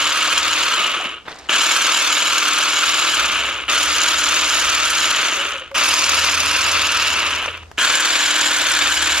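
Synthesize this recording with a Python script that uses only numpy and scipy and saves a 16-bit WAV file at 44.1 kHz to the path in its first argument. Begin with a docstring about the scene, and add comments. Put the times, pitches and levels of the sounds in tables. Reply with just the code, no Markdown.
"""Cordless hedge shears, close to the microphone, trim a dwarf pine beside a wooden fence.
They run in five bursts that each coast to a stop. A small motor turns a crank; gear teeth and play
in the drive rattle the housing, and the blades scrape twice a turn. In the pauses the tool bumps,
needles rustle, and twigs and the trigger click. A dove coos across the garden; a far engine drones."""
import sys
import numpy as np
from scipy import signal
from scipy.fft import rfft, irfft, next_fast_len
from scipy.io import wavfile
from scipy.ndimage import uniform_filter1d

SR = 44100
rng = np.random.default_rng(int(sys.argv[2]) if len(sys.argv) > 2 else 0)


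def file_out(sig):
    """Save sig as 16-bit WAV at sys.argv[1]."""
    # one column per channel
    cols = np.atleast_2d(sig).T
    # limit, then scale
    lim = np.clip(cols, -1, 1)
    pcm = np.round(lim * 32767).astype(np.int16)
    wavfile.write(sys.argv[1], SR, pcm)


N = 405719
TIME = np.arange(N) / SR
CRANK_HZ, GEAR_RATIO = 19.6, 15.15  # crank at full speed; motor turns per crank turn

# Spectrum of the steel blades. Each row: frequency in Hz, relative level in dB.
STEEL_SPECTRUM = [(3000, -21.5), (4200, -8), (4900, -3), (5400, -2.5), (6100, 1.5), (6550, -2), (7080, 2),
                  (7550, -8), (8150, -14), (10000, -9.5), (10900, -13), (12000, -18.5), (13200, -38),
                  (15200, -39)]


def undb(db):
    """Decibels to gain."""
    return 10 ** (np.asarray(db) / 20)


def unit(x):
    """Scale to rms 1."""
    return x / np.sqrt(np.mean(x ** 2) + 1e-18)


def running_unit(x, speed):
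    """Scale to rms 1 over the time the drive runs above half speed."""
    return x / np.sqrt(np.mean(x[speed > .5] ** 2))


def curves(table):
    """Each column after the first (seconds) as a control over time."""
    times, *columns = np.transpose(table)
    return [np.interp(TIME, times, column) for column in columns]


def on_axis(points, hz):
    """Read (Hz, value) points on a log-frequency axis."""
    point_hz, value = np.transpose(points)
    return np.interp(np.log(hz + 1), np.log(point_hz), value)


def colour(x, points, resonances=(), size=4096):
    """Causal filter with the given (Hz, dB) spectrum, plus (Hz, dB, relative breadth) resonances."""
    hz = np.fft.rfftfreq(size, 1 / SR)
    peaks_db = sum(db * np.exp(-(np.log((hz + 1) / f) / breadth) ** 2) for f, db, breadth in resonances)
    cepstrum = irfft(np.log(undb(on_axis(points, hz) + peaks_db)))
    cepstrum[1:size // 2] *= 2  # fold to minimum phase
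    cepstrum[size // 2 + 1:] = 0
    return signal.fftconvolve(x, irfft(np.exp(rfft(cepstrum))))[:N]


def mode(x, hz, width_hz):
    """One damped resonance."""
    return signal.lfilter(*signal.iirpeak(hz, hz / width_hz, SR), x)


def walk(rate):
    """Smooth random drift with spread 1, turning about rate times a second."""
    hold = max(int(SR / rate), 1)
    steps = np.repeat(rng.standard_normal(N // hold + 1), hold)
    return unit(uniform_filter1d(steps, hold)[:N])


def impulses(times, sizes):
    """Clicks at the given times, each shared between two samples."""
    place = np.clip(times * SR, 0, N)
    i, part = place.astype(int), place % 1
    return (np.bincount(i, sizes * (1 - part), N + 2) + np.bincount(i + 1, sizes * part, N + 2))[:N]


def grains(rate, spread_db):
    """Random tiny contacts of uneven size, about rate a second; the largest are bounded."""
    size = np.minimum(rng.standard_normal(N), 2.3)
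    return (rng.random(N) < rate / SR) * rng.choice([-1, 1], N) * undb(spread_db * size)


def crank(on, off, stroke_s, coast_s, spin_up_s=.028, snag_s=6.42, snag_width_s=.05):
    """Speed (share of full) and turns: a quick spin-up, then after release friction slows the drive."""
    spin_up = 1 - np.exp(-np.maximum(TIME - on, 0) / spin_up_s)
    run_down = np.clip(1 - (TIME - off) / coast_s, 0, 1)
    snag = 1 - .14 * np.exp(-((TIME - snag_s) / snag_width_s) ** 2)
    speed = spin_up * run_down * snag
    turns = np.cumsum(speed) * CRANK_HZ / SR
    return speed, turns - np.interp(stroke_s, TIME, turns)


def effort(on, off, speed, run_db, rub_db, easing_db_per_s, bounce_speed=.51, db_per_halving=4):
    """Tool level and relative scrape in dB: a kick, a steady run, then both fall with the speed."""
    age = np.maximum(TIME - on, 0)
    kick_db = 5.5 * np.exp(-age / .067)  # the starting torque slams the gears
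    coasting = np.where(TIME > off, np.maximum(speed, 1e-3), 1)
    # below bounce_speed the loose parts stop bouncing and the rattle dies
    bounce_db = -10 * np.log10(1 + (bounce_speed / coasting) ** 4.33)
    eased_db = easing_db_per_s * np.minimum(age, off - on)
    scrape_db = rub_db - kick_db - eased_db + db_per_halving * np.log2(coasting)
    return run_db + kick_db + bounce_db, scrape_db


def teeth(turns, jitter_ms=.11, scatter_db=3.0, count=91):
    """Each tooth knocks in its own way, nearly the same on every turn."""
    strength = rng.choice([-1, 1], count) * rng.uniform(.35, 1, count)
    offset = rng.random(count)
    tooth = np.arange(np.ceil(turns[0] * count), turns[-1] * count).astype(int)
    late, size = rng.standard_normal((N // 100, 2))[tooth].T
    times = np.interp((tooth + offset[tooth % count]) / count, turns, TIME)
    return impulses(times + late * jitter_ms / 1000, strength[tooth % count] * undb(scatter_db * size))


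def buzz(x, t60):
    """After each contact the loose parts go on chattering briefly."""
    keep = np.exp(-2 * np.log(1000) / (t60 * SR))
    energy = signal.lfilter([1 - keep], [1, -keep], x ** 2)
    return np.sqrt(energy) * rng.standard_normal(N)


def drive_hits(speed, turns, loose_db=-5):
    """Gear teeth and loose parts strike as the drive takes up its play just ahead of each stroke."""
    angle = 2 * np.pi * turns
    stroke_db = .87 * np.cos(2 * angle + .37) + .89 * np.cos(angle + .84)
    shake_db = .99 * np.cos(GEAR_RATIO * angle) + .37 * walk(30)  # the motor shakes the drive
    gears = running_unit(teeth(turns), speed)
    loose = undb(loose_db) * running_unit(grains(4000 * speed, 2.2), speed)
    hits = (gears + loose) * undb((stroke_db + shake_db) * speed)
    return hits + .45 * buzz(hits, t60=.02)


def housing_rattle(hits, speed, resonances, soft_hz=3900):
    """The hits ring the plastic housing; slower contacts are softer, so the rattle dulls."""
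    # Spectrum of the housing. Each row: frequency in Hz, relative level in dB.
    plastic_spectrum = [(250, -39.5), (450, -18.5), (600, -13), (780, -18), (950, -10), (1100, -8.5),
                        (1400, -5.5), (1650, -5), (1950, -9.5), (2350, -5), (3000, -7), (3600, -7),
                        (4300, -9.5), (5200, -19), (8000, -36)]
    rattle = running_unit(colour(hits, plastic_spectrum, resonances), speed)
    dull = signal.sosfiltfilt(signal.butter(4, soft_hz, fs=SR, output="sos"), rattle)
    rattle = dull + speed ** 2 * (rattle - dull)
    gear_case = mode(rattle, 2970, 370)  # its steel goes on ringing as the drive coasts
    return rattle * (1 - .043 * (1 - speed)) + .81 * (1 - speed) * gear_case


def drive_knock(hits, speed, knock_db=-22, slack_db=9):
    """The low knock of the hits stands out more as the drive slows and goes slack."""
    # Spectrum of the knock. Each row: frequency in Hz, relative level in dB.
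    knock_spectrum = [(60, -34.5), (140, -17.5), (230, -10), (330, 1), (430, 1.5), (600, -4), (1200, -50)]
    return running_unit(colour(hits, knock_spectrum), speed) * undb(knock_db + slack_db * (1 - speed))


def blades(speed, turns, resonance, pattern_db=-2, ring_db=-7.5):
    """Teeth sliding over each other: a repeating chatter, loose grit and ringing steel."""
    # Parts of the blade that ring when a tooth catches.
    # Each row: frequency in Hz, width in Hz, relative level in dB.
    blade_modes = [(4920, 150, -4), (5800, 1200, -12), (7120, 570, -3), (9980, 490, -8.5),
                   (11900, 640, -14.5)]
    angle = 2 * np.pi * turns
    # they rub hardest in mid-stroke, forward more than back, and chatter eight times a turn
    stroke_db = 2.5 * np.cos(2 * angle) + .99 * np.cos(angle) + 1.35 * np.cos(3 * angle)
    chatter_db = 2.7 * np.cos(8 * angle) + .21 * walk(170)
    pressure = undb(speed * (stroke_db + chatter_db))
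    grit = running_unit(grains(7000 * speed ** 2 + 250 * speed, 4.8), speed)
    pattern = undb(pattern_db) * running_unit(teeth(turns, count=32), speed)
    rubs = pressure * (grit + pattern)
    rubs = rubs + .82 * buzz(rubs, t60=.0033)
    scrape = running_unit(colour(rubs, STEEL_SPECTRUM, [resonance]), speed)
    rings = np.zeros(N)
    for hz, width_hz, db in blade_modes:
        catches = pressure * grains(1100 * speed, 4.0)
        rings += undb(db) * running_unit(mode(catches, hz, width_hz), speed)
    return running_unit(scrape + undb(ring_db) * rings, speed)


def motor_hum(speed, turns, motor_db=-26, wobble_rad=.029):
    """The uneven load makes the shaft wobble, which roughens the tones of the drive."""
    # Tones of the drive. Each row: multiple of the crank rate, relative level in dB.
    drive_tones = [(GEAR_RATIO, 0), (GEAR_RATIO + 2, -7), (26, -9), (50, -5), (58, -6)]
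    shaft = 2 * np.pi * turns + wobble_rad * walk(25)
    hum = sum(undb(db + 2 * walk(9.8)) * np.sin(multiple * shaft) for multiple, db in drive_tones)
    return undb(motor_db) * np.sqrt(2) * speed ** 4 * hum


def burst(pull, grip):
    """One pull of the trigger: housing rattle, knock, blade scrape and motor hum."""
    on, off, stroke_s, coast_s, run_db, rub_db, easing_db_per_s = pull
    low, high, narrow, steel = np.reshape(grip, (-1, 2))
    speed, turns = crank(on, off, stroke_s, coast_s)
    level_db, scrape_db = effort(on, off, speed, run_db, rub_db, easing_db_per_s)
    hits = drive_hits(speed, turns)
    rattle = housing_rattle(hits, speed, [(*low, .13), (*high, .13), (*narrow, .06)])
    scrape = blades(speed, turns, (*steel, .11)) * undb(scrape_db)
    contacts = rattle + drive_knock(hits, speed) + scrape
    # a slow drive makes fewer contacts, each standing out more
    sparse_gain = np.where(TIME > off, 1 / np.sqrt(np.maximum(speed, .12)), 1)
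    return (sparse_gain * contacts + motor_hum(speed, turns)) * undb(level_db)


def shears():
    """Five bursts at close range, each coloured by the way the tool is held."""
    # Trigger pulls. Each row: pull, release, moment of one forward stroke and coasting time in
    # seconds, running level in dB, scrape relative to it in dB, easing of the scrape in dB a second.
    pulls = [(-.2, .68, 0.023, .615, -18, -7.5, 1.6), (1.485, 3.142, 1.616, 0.68, -17.5, -5, 1.5),
             (3.675, 5.091, 3.78, .7, -18, -5, 0.5), (5.739, 7.039, 5.8372, .68, -18, -2.5, 4),
             (7.773, 9.3, 8.26, .66, -17.5, -5, 0.8)]
    # Resonances shifted by the grip, a row per burst. Each row: frequency in Hz and gain in dB for
    # the housing's low resonance, its high one, one narrow band and the blade ring.
    grips = [(1240, 7, 2920, 4.5, 1780, -2.5, 7400, 5), (1270, 5.5, 2910, 4, 1900, -3.5, 7300, 4.5),
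             (1296, 5.5, 2970, 3.5, 2900, 1, 7100, 3.5), (1240, 4.5, 2750, 4.5, 984, 4, 4900, 4),
             (1580, 3.5, 3070, 3, 2670, -2, 7620, 9)]
    return sum(burst(pull, grip) for pull, grip in zip(pulls, grips))


def far_engine(tone_db=-.5, rumble_db=-52, rumble_follows=.36):
    """An engine wavers in the distance; its rumble swells less than its tone."""
    # Pitch of the drone. Each row: time in seconds, firing rate in Hz.
    firing_rates = [(0.0, 78.5), (0.51, 86.2), (1.02, 69.7), (1.46, 72.0), (2.87, 60.5), (6.71, 85.9),
                    (7.58, 84.8), (8.02, 72.9), (9.2, 70.2)]
    # Swell of the drone. Each row: time in seconds, level in dB.
    swells = [(0, -43), (.2, -57), (.45, -51), (.9, -66), (2.6, -65), (3.2, -50), (4.8, -47), (5.45, -60),
              (6.25, -41.5), (7.6, -45.5), (8, -60), (8.55, -60), (9, -42)]
    # Spectrum of the rumble. Each row: frequency in Hz, relative level in dB.
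    rumble_spectrum = [(20, -17), (45, -12), (60, -2), (75, -5), (100, -11), (200, -25), (500, -72)]
    (hz,), (level_db,) = curves(firing_rates), curves(swells)
    phase = 2 * np.pi * np.cumsum(hz + 1.09 * walk(13)) / SR
    tone = np.sqrt(2) * np.sin(phase) * undb(level_db + tone_db + 1.4 * walk(15))
    rumble = unit(colour(rng.standard_normal(N), rumble_spectrum))
    return tone + rumble * undb(rumble_db + rumble_follows * (level_db - np.mean(level_db)))


def garden_air(air_db=-52, gust_db=-61, width=.79):
    """Faint outdoor air all round, and air moving unevenly past the two microphone ports."""
    # Spectrum of the open air. Each row: frequency in Hz, relative level in dB.
    air_spectrum = [(20, -21.5), (55, -7), (110, -11), (200, -7), (500, -4.5), (1200, -10), (3000, -16),
                    (7000, -20.5), (15000, -43)]
    # Spectrum of the air at the ports. Each row: frequency in Hz, relative level in dB.
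    gust_spectrum = [(20, -4), (70, -4), (150, -14), (500, -45)]
    mid, side = (unit(colour(rng.standard_normal(N), air_spectrum)) * undb(air_db + walk(2.56))
                 for _ in range(2))
    gusts = unit(colour(rng.standard_normal(N), gust_spectrum)) * undb(gust_db + 2.1 * walk(3))
    return mid + (width * side + gusts) * np.array([[1], [-1]])


def bumps(decay_s=.014, width_hz=130):
    """The tool bumps dully in the hand and against the bush, ringing one low, damped resonance."""
    # Soft contacts. Each row: start in seconds, resonance in Hz, peak level in dB.
    contacts = [(0.798, 210, -36), (.965, 403, -24), (1.0, 780, -18), (1.028, 560, -24), (1.056, 244, -27),
                (7.423, 760, -21), (7.473, 486, -24)]
    out = np.zeros(N)
    for start, hz, db in contacts:
        fall = (TIME >= start) * np.exp(-np.abs(TIME - start) / decay_s)
        ring = mode(fall * rng.standard_normal(N), hz, width_hz)
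        out += undb(db) * ring / np.abs(ring).max()
    return out


def needles(body_db=-1, crackle_db=-4):
    """Pine needles brush along the idle tool in a mass of tiny contacts."""
    # Course of the brushing. Each row: time in seconds, level in dB, treble relative to it in dB.
    brushing = [(1.255, -35, -14), (1.273, -38, -18), (1.281, -25, -28), (1.297, -35.5, -7),
                (1.327, -29.5, -7), (1.335, -40, -3), (1.475, -42, -4)]
    # Spectrum of the rustle's body. Each row: frequency in Hz, relative level in dB.
    rustle_spectrum = [(100, -15), (250, -8), (550, -4.5), (900, -4), (1400, -5), (2200, -8), (4000, -13),
                       (7000, -43)]
    level_db, treble_db = curves(brushing)
    touch = np.interp(TIME, [1.25, 1.262, 1.48, 1.5], [0, 1, 1, 0])
    body = unit(colour(grains(3000, 3.8), rustle_spectrum))
    crackle = unit(colour(grains(1600, 8.2), [(2500, -9), (4500, 10), (8000, 1), (15000, -37)]))
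    return touch * undb(level_db) * (undb(body_db) * body + undb(crackle_db + treble_db) * crackle)


def clicks(click_db=-4, decay_s=.0031):
    """Twigs, blades and trigger give short dry snaps with a woody body and a bright edge."""
    # Snaps. Each row: start in seconds, relative level in dB, edge relative to the body in dB.
    snaps = [(1.28, -21, -20), (1.32, -31, -18), (1.357, -28, -14), (1.388, -34, 3), (1.404, -36, -26),
             (1.459, -37, -7), (5.715, -24, -28), (7.324, -29, -6), (7.459, -20, -1), (7.572, -24, -10),
             (7.63, -26.5, -14), (7.715, -23, -17.5)]
    # Spectrum of the woody body. Each row: frequency in Hz, relative level in dB.
    wood_spectrum = [(150, -21), (600, 7), (1300, 7), (2000, 1), (3500, -22), (6000, -33)]
    body, edge = np.zeros(N), np.zeros(N)
    for start, db, edge_db in snaps:
        fall = (TIME >= start) * np.exp(-np.abs(TIME - start) / decay_s)
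        body += undb(db) * fall
        edge += undb(db + edge_db) * fall
    wood = unit(colour(rng.standard_normal(N), wood_spectrum))
    steel = unit(colour(rng.standard_normal(N), STEEL_SPECTRUM))
    return undb(click_db) * (body * wood + edge * steel)


def dove():
    """Soft, nearly pure coos from across the garden."""
    # Coos. Each row: start and length in seconds, first and last pitch in Hz, level in dB.
    coos = [(5.37, 0.069, 542, 570, -35.5), (5.539, 0.039, 550, 540, -34), (5.609, 0.028, 523, 525, -37),
            (5.709, 0.052, 548, 553, -34), (5.963, 0.33, 550, 518, -41.5)]
    out = np.zeros(N)
    for start, length, start_hz, end_hz, db in coos:
        progress = np.clip((TIME - start) / length, 0, 1)
        phase = 2 * np.pi * np.cumsum(start_hz + (end_hz - start_hz) * progress) / SR
        swell = np.sqrt(np.abs(np.sin(np.pi * progress)))
        out += np.sqrt(2) * undb(db) * swell * np.sin(phase)
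    return out


def echoes(x, t60):
    """Dense decaying reflections that leave the colour and energy unchanged."""
    tail = rfft(rng.standard_normal(SR) * np.exp(-np.log(1000) * TIME[:SR] / t60))
    return signal.fftconvolve(x, irfft(tail / np.abs(tail))[:SR // 2])[:N]


def microphone(x, lag_s=3.7e-5, yard_db=-24, yard_t60=.25):
    """Close sound reaches the right port first; moving tool and needles scatter it differently to each."""
    # Scatter at the ports. Each row: frequency in Hz, scattered relative to direct sound in dB.
    scattering = [(300, -13.5), (1000, -11), (2500, -8), (5000, -5), (8000, -2), (13000, 3)]
    # The recorder's body shades its ports. Each row: frequency in Hz, left minus right in dB.
    shading = [(300, 0), (1200, 0.1), (3000, 1), (4200, 1), (5300, -4), (6300, -1), (7100, 1.8), (7900, 4),
               (9000, -11), (10300, -2.5), (11700, -5.5), (13500, -6), (15000, 2)]
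    size = next_fast_len(N + SR // 10)
    hz = np.fft.rfftfreq(size, 1 / SR)
    share = undb(on_axis(scattering, hz))
    channels = []
    for side in (1, -1):  # left, right
        direct = rfft(x, size) * np.exp(-1j * np.pi * side * hz * lag_s)
        scattered = echoes(x, t60=.02) * np.sqrt(2) * np.sin(2 * walk(40))
        heard = (direct + share * rfft(scattered, size)) / np.sqrt(1 + share ** 2 / 2)
        shaded = irfft(heard * undb(side * on_axis(shading, hz) / 2), size)[:N]
        channels.append(shaded + undb(yard_db) * echoes(x, yard_t60))
    return np.array(channels)


def scene():
    """The shears and the bush close to the microphone, the garden behind."""
    close = shears() + needles() + clicks() + bumps()
    return microphone(close) + dove() + far_engine() + garden_air()


def record(dry, ceiling=.85, top_hz=15350):
    """The recorder rounds the highest peaks and cuts the top of the treble."""
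    rounded = dry / (1 + (dry / ceiling) ** 6) ** (1 / 6)
    return signal.sosfilt(signal.ellip(10, .2, 80, top_hz, fs=SR, output="sos"), rounded)


dry = scene()
out = record(dry)
file_out(out)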